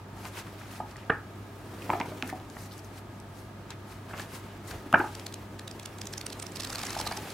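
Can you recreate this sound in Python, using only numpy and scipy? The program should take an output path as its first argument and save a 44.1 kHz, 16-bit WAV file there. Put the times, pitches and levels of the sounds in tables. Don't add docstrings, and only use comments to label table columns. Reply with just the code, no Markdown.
import sys
import numpy as np
from scipy import signal
from scipy.fft import rfft, irfft
from scipy.io import wavfile
from scipy.ndimage import uniform_filter1d

SR = 44100
rng = np.random.default_rng(int(sys.argv[2]) if len(sys.argv) > 2 else 0)


def store_wav(level_fs):
    pcm = np.round(np.clip(np.atleast_2d(level_fs), -1, 1) * 32767)
    wavfile.write(sys.argv[1], SR, pcm.T.astype(np.int16))


def ratio(d):
    e = np.asarray(d, float) / 20
    return 10 ** e


N = 323253

# start_s, pressure_db, scrape_ms, left_right_db
THUMB = [(5.0, -70.5, 3.4, 6), (5.2, -70, 3.1, -1), (5.38, -80, 3.5, 0), (5.56, -100, 4, -1.5),
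         (5.72, -78, 4.2, -3), (6.12, -76, 4.6, -4), (6.5, -73.5, 7, -6.5), (6.75, -61.5, 4.4, -5),
         (6.96, -60, 7, -2.5), (7.1, -64, 6.4, -5), (7.33, -63.5, 5.9, -3.5)]


def evened(x):
    return x / np.sqrt(np.mean(x ** 2) + 1e-20)


def read(points, hz):
    f, value = np.transpose(points)
    return np.interp(np.log(hz + 1), np.log(f + 1), value)


def add(mix, s, sound):
    part = mix[..., max(round(s * SR), 0):][..., :sound.shape[-1]]
    part += sound[..., :part.shape[-1]]


def slow(hz):
    low_pass = signal.butter(2, hz, fs=SR, output="sos")
    return evened(signal.sosfilt(low_pass, rng.standard_normal(N)))


def noise(shape_db, likeness, patchy_db, size):
    frames, hz = 4 * N // size + 5, np.fft.rfftfreq(size, 1 / SR)
    a, b, c, d, patches = rng.standard_normal((frames, len(hz), 5), dtype=np.float32).T
    patches = uniform_filter1d(uniform_filter1d(patches, size=9, axis=0), size=9, axis=1)
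    same = np.clip(read(likeness, hz), -1, 1)[:, None]
    left = a + 1j * b
    right = same * left + np.sqrt(1 - same ** 2) * (c + 1j * d)
    z = np.array([left, right]) * ratio(shape_db(hz)[:, None] + patchy_db * evened(patches))
    return evened(signal.istft(z, nperseg=size, noverlap=3 * size // 4)[1][:, :N])


def coloured(x, shape_db):
    hz = np.fft.rfftfreq(x.shape[-1], 1 / SR)
    return irfft(rfft(x) * ratio(shape_db(hz)), x.shape[-1])


def background():
    # freq_hz, level_db_per_hz
    vent_spectrum = [(14, -60), (37, -21), (112, -6.5), (250, -10), (520, -16), (2600, -30), (8180, -42),
                     (16000, -47.5)]
    # freq_hz, width_hz, level_db
    duct_modes = [(53.8, 3.2, 10), (174.5, 30, -5.5), (196.5, 14, 6.5), (350, 15, 5.5), (486, 79, -6),
                  (670, 40, 5.5), (903, 85, 6.5), (1250, 103, 7.5), (1650, 80, 7)]
    # freq_hz, level_db
    mains = [(100.1, -49), (200.2, -66), (300.3, -66), (400.4, -62.5)]
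    # freq_hz, likeness (1 = same)
    room_likeness = [(60, 0.998), (180, 0.98), (550, 0.8), (1650, 0.46), (4970, 0.034), (15000, 0.41)]

    def shape_db(hz):
        resonances = sum(db / (1 + (2 * (hz - f) / w) ** 2) for f, w, db in duct_modes)
        return read(vent_spectrum, hz) + resonances

    t = np.arange(N) / SR
    hum = np.zeros(N)
    for hz, db in mains:
        level = np.sqrt(2) * ratio(db + 0.39 * slow(2.5))
        hum += level * np.sin(2 * np.pi * (hz * t + rng.random()))
    return ratio(-46.5) * noise(shape_db, room_likeness, patchy_db=0.0, size=4096) + hum


def sliding():
    # peak_s, rise_s, fall_s (for 20 dB), hiss_db, sheet_above_hiss_db
    glove_strokes = [(.2, .09, .1, -73, 12), (.275, .11, .045, -62, 10), (.391, .085, .05, -56.5, 12.5),
                     (.47, .06, .08, -70, 14), (.62, .12, .1, -75, 19), (.725, .11, .1, -66, 13),
                     (.765, .08, .08, -66, 10), (.91, .08, .05, -71, 14), (.99, .06, .14, -78, 21),
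                     (1.825, .04, .035, -71, 15), (2.293, .06, .03, -59, 5), (2.62, .14, .11, -64, 3),
                     (2.66, .04, .03, -66, 3), (2.735, .06, .08, -67, 7.5), (2.79, .04, .03, -66, 5),
                     (2.85, .05, .1, -71, 5), (2.982, .085, .04, -65.5, 9), (3.16, .15, .2, -79, 0),
                     (3.385, .12, .13, -70, 4), (3.72, .048, .03, -76, 25), (3.918, .1, .1, -69.5, 12),
                     (4.095, .02, .12, -70, 16), (4.198, .059, .09, -60, 14), (4.355, .08, .06, -59, 9),
                     (4.5, .3, .3, -80, 20), (4.685, .04, .06, -61, 4), (4.712, .033, .018, -57.5, 11),
                     (4.74, .04, .1, -73, 17), (5.0, .18, .26, -68.5, 14)]
    # start_s, level_db
    swing = [(0, -70), (.2, -51), (.4, -61), (.52, -47), (.8, -57.5), (1.5, -52.5), (1.9, -41.5),
             (2.3, -46.5), (2.7, -58), (3.3, -60.5), (4.05, -54), (4.28, -48.5), (4.6, -53.5), (4.73, -44),
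             (4.92, -54), (5.1, -51), (5.8, -51.5), (7.33, -44.5)]
    # freq_hz, level_db_per_hz
    fibre_spectrum = [(1500, -58), (4000, 0), (8000, -2), (12000, -3), (16000, -11)]
    # freq_hz, level_db_per_hz
    sheet_spectrum = [(300, -6), (1000, 6), (2500, 3), (5000, -7.5), (8000, -14), (12000, -47)]
    # freq_hz, level_db_per_hz
    air_spectrum = [(30, -28), (70, -1), (300, 4.5), (800, -5.5), (1800, -11.5), (4000, -18), (7000, -21.5),
                    (16000, -26)]
    # freq_hz, likeness (1 = same)
    hand_likeness = [(100, 0.99), (300, .99), (1000, 0.93), (3000, 0.6), (8000, 0.63), (15000, 0.48)]
    roundness = 1.25
    glove_left_db, block_db = 3.5, 12

    t, now = np.arange(0, N + 88, 88) / SR, np.arange(N) / SR
    s, press_db = np.transpose(THUMB)[:2]
    thumb = ratio(np.interp(t, s, press_db, left=-120))
    peak, rise, fall, db, sheet_db = np.transpose(glove_strokes)[..., None]
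    away = np.where(t < peak, (peak - t) / abs(rise), (t - peak) / abs(fall))
    strokes = ratio(db - 20 * away ** roundness)
    glove = np.linalg.norm(strokes, axis=0)
    sides = [np.hypot(thumb, ratio(side * glove_left_db) * glove) for side in (.5, -.5)]
    fibres = np.array([np.interp(now, t, level) for level in sides])
    sheet_strokes = np.linalg.norm(ratio(sheet_db) * strokes, axis=0)
    sheet = np.interp(now, t, np.hypot(ratio(block_db) * thumb, sheet_strokes))

    grain_db = slow(77)
    hiss = fibres * ratio(12.0 + 0.47 * grain_db)
    hiss = hiss * noise(lambda hz: read(fibre_spectrum, hz), hand_likeness, patchy_db=2.0, size=256)
    rustle = sheet * ratio(4.5 + .8 * grain_db)
    rustle = rustle * noise(lambda hz: read(sheet_spectrum, hz), hand_likeness, patchy_db=1.8, size=256)
    air = ratio(np.interp(now, *np.transpose(swing)) + 1.6 * slow(23.5))
    air = air * noise(lambda hz: read(air_spectrum, hz), hand_likeness, patchy_db=-1.8, size=1024)
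    return hiss + rustle + air


def burst(db, ms, rise, fall, blunt, snap, shape_db, chance):
    u = (np.arange(chance.shape[1]) - 512) / SR / (ms / 1000)
    shape = np.exp(-abs(u / np.where(u < 0, rise, fall)) ** blunt)
    pair = np.array([chance[0], 0.71 * chance[0] + 0.52 * chance[1]]) - snap * (u == 0)
    pair[1] = np.roll(pair[1], 1)
    sound = shape * coloured(pair, shape_db)
    return ratio(db) * sound / abs(sound).max()


def catches():
    # start_s, level_db, pitch_hz, length_ms
    seam_catches = [(.912, -41.5, 5000, 12), (1.822, -35, 2600, 12), (2.635, -45, 6300, 15),
                    (2.712, -43, 3400, 13), (2.7207, -41, 4370, 25), (2.737, -42, 4770, 20),
                    (2.792, -42, 5200, 10), (2.846, -44, 6500, 8), (4.218, -39, 6000, 18),
                    (4.678, -37, 7800, 27), (4.983, -40, 11000, 3.2), (.375, -37, 1150, 40),
                    (.17, -41, 950, 40), (.47, -40, 1200, 40), (3.705, -36, 1000, 10),
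                    (6.44, -37, 1000, 15)]
    out = np.zeros((2, N))
    for s, db, hz, ms in seam_catches:
        strip = lambda f: np.maximum(-40. * np.log2((f + 30) / hz) ** 2, -30.)
        chance = rng.standard_normal((2, 1536))
        add(out, s - .0116, burst(db, ms, .15, 0.3, 1.2, .5, strip, chance))
    return out


def room(x):
    # freq_hz, side_under_mid_db
    echo_width = [(200, -28), (500, -14), (1200, -9), (2500, -4), (5000, -2), (12000, -4)]
    # freq_hz, t60_s
    decay_times = [(200, 0.26), (600, 0.26), (1500, 0.28), (4000, 0.14), (10000, 0.051)]
    taps = rng.choice([-1., 1.], (2, SR // 2)) * (rng.random((2, SR // 2)) < .08)
    hz, t, z = signal.stft(taps, SR, nperseg=256)
    side = z[1] * ratio(read(echo_width, hz))[:, None]
    z = np.array([z[0] + side, z[0] - side])
    decay = ratio(-60 * t / read(decay_times, hz)[:, None])
    tail = signal.istft(z * decay, SR, nperseg=256)[1]
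    tail = tail * np.clip(np.arange(tail.shape[1]) / (.014 * SR), 0, 1) ** 2
    return signal.fftconvolve(x[None], tail / np.linalg.norm(tail[0]), axes=1)[:, :N]


def wide(sound, side):
    # freq_hz, side_under_mid_db
    card_width = [(200, -28), (500, -16), (1200, -19), (2500, -12), (5000, -4)]
    delayed = np.roll(coloured(sound, lambda f: read(card_width, f)), round(.0012 * SR))
    far = np.sign(side) * delayed
    return np.array([sound + far, sound - far])


def buckle(db, hz, ms, body_db, chance):
    # freq_hz, width_hz, level_db
    cover_modes = [(348, 99, 5), (648, 93, -0.5), (827, 99, 2), (1200, 36, -6), (1703, 67, -9),
                   (2300, 170, -9), (2850, 260, -18) ]
    # freq_hz, level_db_per_hz
    thud_spectrum = [(60, -6.5), (150, 1), (400, -2), (800, -2.5), (1300, 0.5), (3000, -17.5), (5000, -52)]
    t = np.arange(2000) / SR
    modes = np.zeros(2000)
    bend = 1 + 0.014 * chance[2]
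    for (f, w, g), b in zip(cover_modes, bend):
        modes += ratio(g) * np.exp(-np.pi * w * t) * np.sin(2 * np.pi * f * b * t)
    u = np.arange(1024) / SR / (ms / 1000)
    front = u ** 1.2 * np.exp(-2.2 * u ** 3)
    turn = 2 * np.pi * np.cumsum(hz * 2 ** (0.4 * (np.minimum(u, 1) - .55))) / SR
    wave = front * (np.sin(turn) + 0.017 * np.sin(2 * turn))
    near = lambda f: -6. * np.log2((f + 30) / hz) ** 2
    ring = signal.fftconvolve(front * coloured(chance[0], near), modes)
    thud = u * np.exp(-u / 0.39) * coloured(chance[1], lambda f: read(thud_spectrum, f))
    sound = 0.5 * ring / abs(ring).max()
    add(sound, 0, 0.62 * wave / abs(wave).max() + ratio(body_db) * thud / abs(thud).max())
    return ratio(db) * sound / abs(sound).max()


def knock(db, hz, ms):
    t = np.arange(2000) / SR
    onset = (1 - np.exp(-4. * hz * t)) ** 2
    return -ratio(db) * np.sin(2 * np.pi * hz * t) * np.exp(-t * 1000 / ms) * onset


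def pops():
    # start_s, level_db, pitch_hz, length_ms, body_db
    buckles = [(.801, -22, 766, 5.5, -18), (1.0962, -10, 1640, 10, -6), (1.0975, -16, 820, 8, 3),
               (1.894, -20.5, 780, 3.5, -3), (1.909, -25, 900, 3.7, -4.5), (1.932, -16, 744, 8, -3),
               (2.002, -18.5, 715, 7.2, 2.5), (2.231, -27.5, 724, 6, -4), (4.938, -10.5, 804, 5, -6),
               (4.9405, -5, 1513, 7.2, -13), (4.953, -13, 1250, 6.8, -10), (4.998, -19, 1454, 10, 4),
               (5.005, -21, 842, 14.8, -10)]
    # start_s, level_db, pitch_hz, length_ms, body_db
    further_buckles = [(0.244, -31, 935, 17, 0), (2.117, -34, 643, 9, 5.5), (2.291, -34, 1800, 8, -14),
                       (2.567, -29.5, 635, 3.7, 10), (4.107, -35.5, 1650, 6.8, -12), (4.133, -28, 600, 12, 8),
                       (4.194, -29, 1650, 8.1, -3), (4.71, -37, 1510, 6.9, -14), (6.748, -32, 1230, 4.3, 4),
                       (6.781, -36, 845, 6, -16), (6.833, -27, 700, 6.5, -3), (6.965, -22.5, 806, 4.5, -16),
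                       (6.998, -25, 896, 5, -18), (7.066, -25, 850, 4.6, -17), (7.083, -33, 900, 4.6, -6),
                       (7.113, -24.5, 855, 5, -8), (7.11, -28.5, 1590, 9.4, 2), (7.125, -31, 2210, 3.3, -13),
                       (1.099, -22, 2300, 1.8, -4), (.958, -37, 1820, 3.9, -23), (5.003, -31, 2310, 3.4, -19),
                       (5.035, -26, 817, 14, -11)]
    # start_s, level_db, pitch_hz, ring_ms
    knocks = [(1.0975, -21, 240, 5.1), (1.0965, -24, 1300, 2.5), (1.9018, -9, 946, 2.15),
              (1.9022, -18, 2270, 1.2), (1.9108, -36, 2310, 0.7), (1.9315, -24, 1400, 2.2),
              (2.0015, -22, 2040, 1.1), (2.0025, -18, 833, 2.9), (2.0045, -30, 398, 4.5),
              (2.0128, -16.5, 2280, 0.91), (2.2247, -12.5, 2480, 0.6), (2.2252, -21, 1660, 1),
              (2.2995, -30, 1740, 1.5), (2.292, -35, 1500, 4), (2.3275, -21, 740, 2.5),
              (4.928, -12, 1250, 1.8), (4.9281, -21, 2750, 0.9), (4.939, -13.5, 380, 4.3),
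              (4.9435, -28, 2860, 1.2), (4.997, -22, 333, 11.4), (1.099, -18, 432, 10),
              (1.954, -28, 698, 13), (2.0065, -25, 313, 4.5), (2.011, -22, 940, 6),
              (2.228, -25.5, 252, 7.9), (2.327, -22, 300, 3.5), (2.334, -29, 740, 6.4),
              (4.929, -26, 200, 5), (4.95, -23, 280, 5.5), (4.971, -26, 300, 6), (1.123, -30, 830, 8),
              (4.931, -27, 650, 5), (2.119, -33, 620, 9), (1.904, -27.5, 300, 6), (6.979, -35, 750, 2.7),
              (2.227, -31, 1200, 3), (6.7275, -31, 1510, 2), (6.7, -32, 800, 4.5), (7.179, -31.5, 860, 6.7),
              (4.1, -38, 695, 4)]
    room_share_db, share_db_per_octave = -13.5, -3.5
    sent, direct = np.zeros((2, N)), np.zeros((2, N))
    for k, (s, db, hz, ms, body_db) in enumerate(list(buckles) + list(further_buckles)):
        chance = rng.standard_normal((3, 1024))
        sound = buckle(db, hz, ms, body_db, chance)
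        add(direct, s, wide(sound, chance[2, -1]))
        add(sent[k % 2], s, ratio(room_share_db + share_db_per_octave * np.log2(hz / 1000)) * sound)
    for k, (s, db, hz, ms) in enumerate(knocks):
        sound = knock(db, hz, ms)
        add(direct, s, wide(sound, (-1) ** k))
        octaves = max(np.log2(hz / 1000), 0)
        add(sent[k % 2], s, ratio(room_share_db + share_db_per_octave * octaves) * sound)
    return direct + room(sent[0]) + room(sent[1])


def creases():
    # start_s, level_db, pitch_hz, length_ms, snap_strength
    ticks = [(.2525, -28.5, 3504, 3.7, 2), (0.967, -36, 5400, 4.2, 1.3), (2.0, -26, 3600, 8.4, 2.6),
             (2.182, -41, 2200, 2, 3), (2.2244, -19, 3380, 5.4, 9), (2.276, -27, 8500, 2.7, 1.8),
             (2.3, -24, 1900, 4, 1.5), (2.4, -33.5, 2970, 3, 2.9), (2.449, -40, 3510, 1.5, 3),
             (2.5, -30.5, 5430, 2.6, 1.6), (2.78, -33, 7160, 3, 1.8), (3.2006, -34, 6000, 2.3, 2),
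             (3.705, -25, 4330, 9.2, 4.3), (4.178, -32, 3000, 2, 3), (4.1965, -24.5, 3500, 3, 3),
             (4.711, -28, 4500, 3.3, 1.2), (4.927, -19, 10800, 2.2, 4.5), (4.9922, -31, 9000, 2.8, 1.5)]
    out = np.zeros((2, N))
    for s, db, hz, ms, snap in ticks:
        skirt = lambda f: np.where(f > hz, -19., -40.)
        crease = lambda f: np.maximum(-9. * np.log2((f + 30) / hz) ** 2, skirt(f))
        chance = rng.standard_normal((2, 1536))
        add(out, s - .0112, burst(db, ms, 0.026, 0.25, 0.72, snap, crease, chance))
    return out + ratio(-13.5) * room(out.mean(0))


def page_edges():
    # start_s, level_db, pitch_hz
    flicks = [(5.151, -24, 5380), (5.196, -25.5, 4820), (5.2655, -24, 4440), (5.3247, -34, 3720),
              (5.3407, -22.5, 3850), (5.5933, -24.5, 3900), (5.678, -26, 3720), (5.7118, -26, 4960),
              (5.7965, -25.5, 3900), (5.8303, -34.5, 6200), (5.8578, -22, 4530), (5.985, -35, 8200),
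              (6.0153, -20.5, 5300), (6.055, -33, 6250), (6.0705, -23, 6140), (6.128, -29, 7940),
              (6.136, -23.5, 5250), (6.174, -35, 4950), (6.179, -24, 6050), (6.2119, -24, 4260),
              (6.265, -21, 9200), (6.3013, -24.5, 4500), (6.328, -24.5, 4500), (6.398, -25.5, 8350),
              (6.4257, -23, 8950), (6.466, -25.5, 5350), (6.52, -30, 7350), (6.559, -25, 4950),
              (6.569, -28, 4500)]
    # start_s, level_db, pitch_hz
    quick_run = [(6.599, -23.5, 3970), (6.605, -25, 5610), (6.621, -25, 5110), (6.634, -23.5, 4770),
                 (6.648, -22.5, 3880), (6.672, -25, 5120), (6.696, -30, 7500), (6.701, -23.5, 5100),
                 (6.724, -27, 8200), (6.7288, -21.5, 5440), (6.749, -23, 6000), (6.756, -20, 4300),
                 (6.7834, -25, 5260), (6.791, -23, 4140), (6.802, -34, 8000), (6.815, -23, 5010),
                 (6.833, -20.5, 4060), (6.852, -23.5, 6670), (6.867, -22, 5610), (6.895, -25.5, 4050),
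                 (6.9052, -23, 5740), (6.93, -26, 5220), (6.951, -26, 4200), (6.974, -23.5, 5170),
                 (6.9898, -22, 5660), (7.0003, -21, 5340), (7.012, -19.5, 4870), (7.0547, -28, 4660),
                 (7.064, -26, 4200), (7.073, -19.5, 4260), (7.1117, -31, 4240), (7.122, -21.5, 4400),
                 (7.1716, -21, 5300), (7.3028, -27.5, 4240)]
    # freq_hz, level_db_per_hz
    edge_spectrum = [(300, -23), (1500, 0.5), (2500, 0.5), (3500, 0.5), (8000, 0), (12000, -7),
                     (16000, -14)]
    out = np.zeros((2, N))
    at, _, scrape_ms, side_db = np.transpose(THUMB)
    for s, db, hz in list(flicks) + list(quick_run):
        chance = rng.standard_normal((2, 1536))
        ms = np.interp(s, at, scrape_ms) * ratio(chance[0, 0])
        pan_db = np.interp(s, at, side_db) + 1.4 * chance[1, 0]
        pan = ratio(np.array([[pan_db], [-pan_db]]) / 2)
        edge = lambda f: read(edge_spectrum, f) + 8.6 / (1 + ((f - hz) / (0.14 * hz)) ** 2)
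        add(out, s - .0099, pan * burst(db, ms, 0.7, 0.39, 1.28, 4.3, edge, chance))
    return out + ratio(-13.5) * room(out.mean(0))


def gusts():
    # peak_s, level_db, length_s
    draughts = [
        (4.21, -75, .05),
        (4.755, -41.5, 0.032),
        (6.75, -53, 0.065),
        (7.005, -50, 0.09),
        (7.143, -51, .05),
    ]
    t = np.arange(N) / SR
    band = signal.butter(2, [38, 75], "bandpass", fs=SR, output="sos")
    lumps = evened(signal.sosfilt(band, rng.standard_normal(N)))
    return lumps * sum(ratio(db) * np.exp(-((t - s) / length) ** 2) for s, db, length in draughts)


def scene():
    return background() + sliding() + catches() + pops() + creases() + page_edges() + gusts()


def band_limit(x):
    return signal.sosfilt(signal.butter(12, 16830, fs=SR, output="sos"), x)


def record(dry):
    edge = signal.firwin(801, 15870, window=("kaiser", 7), fs=SR)
    mix = signal.oaconvolve(dry, edge[None], "same")
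    return band_limit(mix)


dry = scene()
out = record(dry)
store_wav(out)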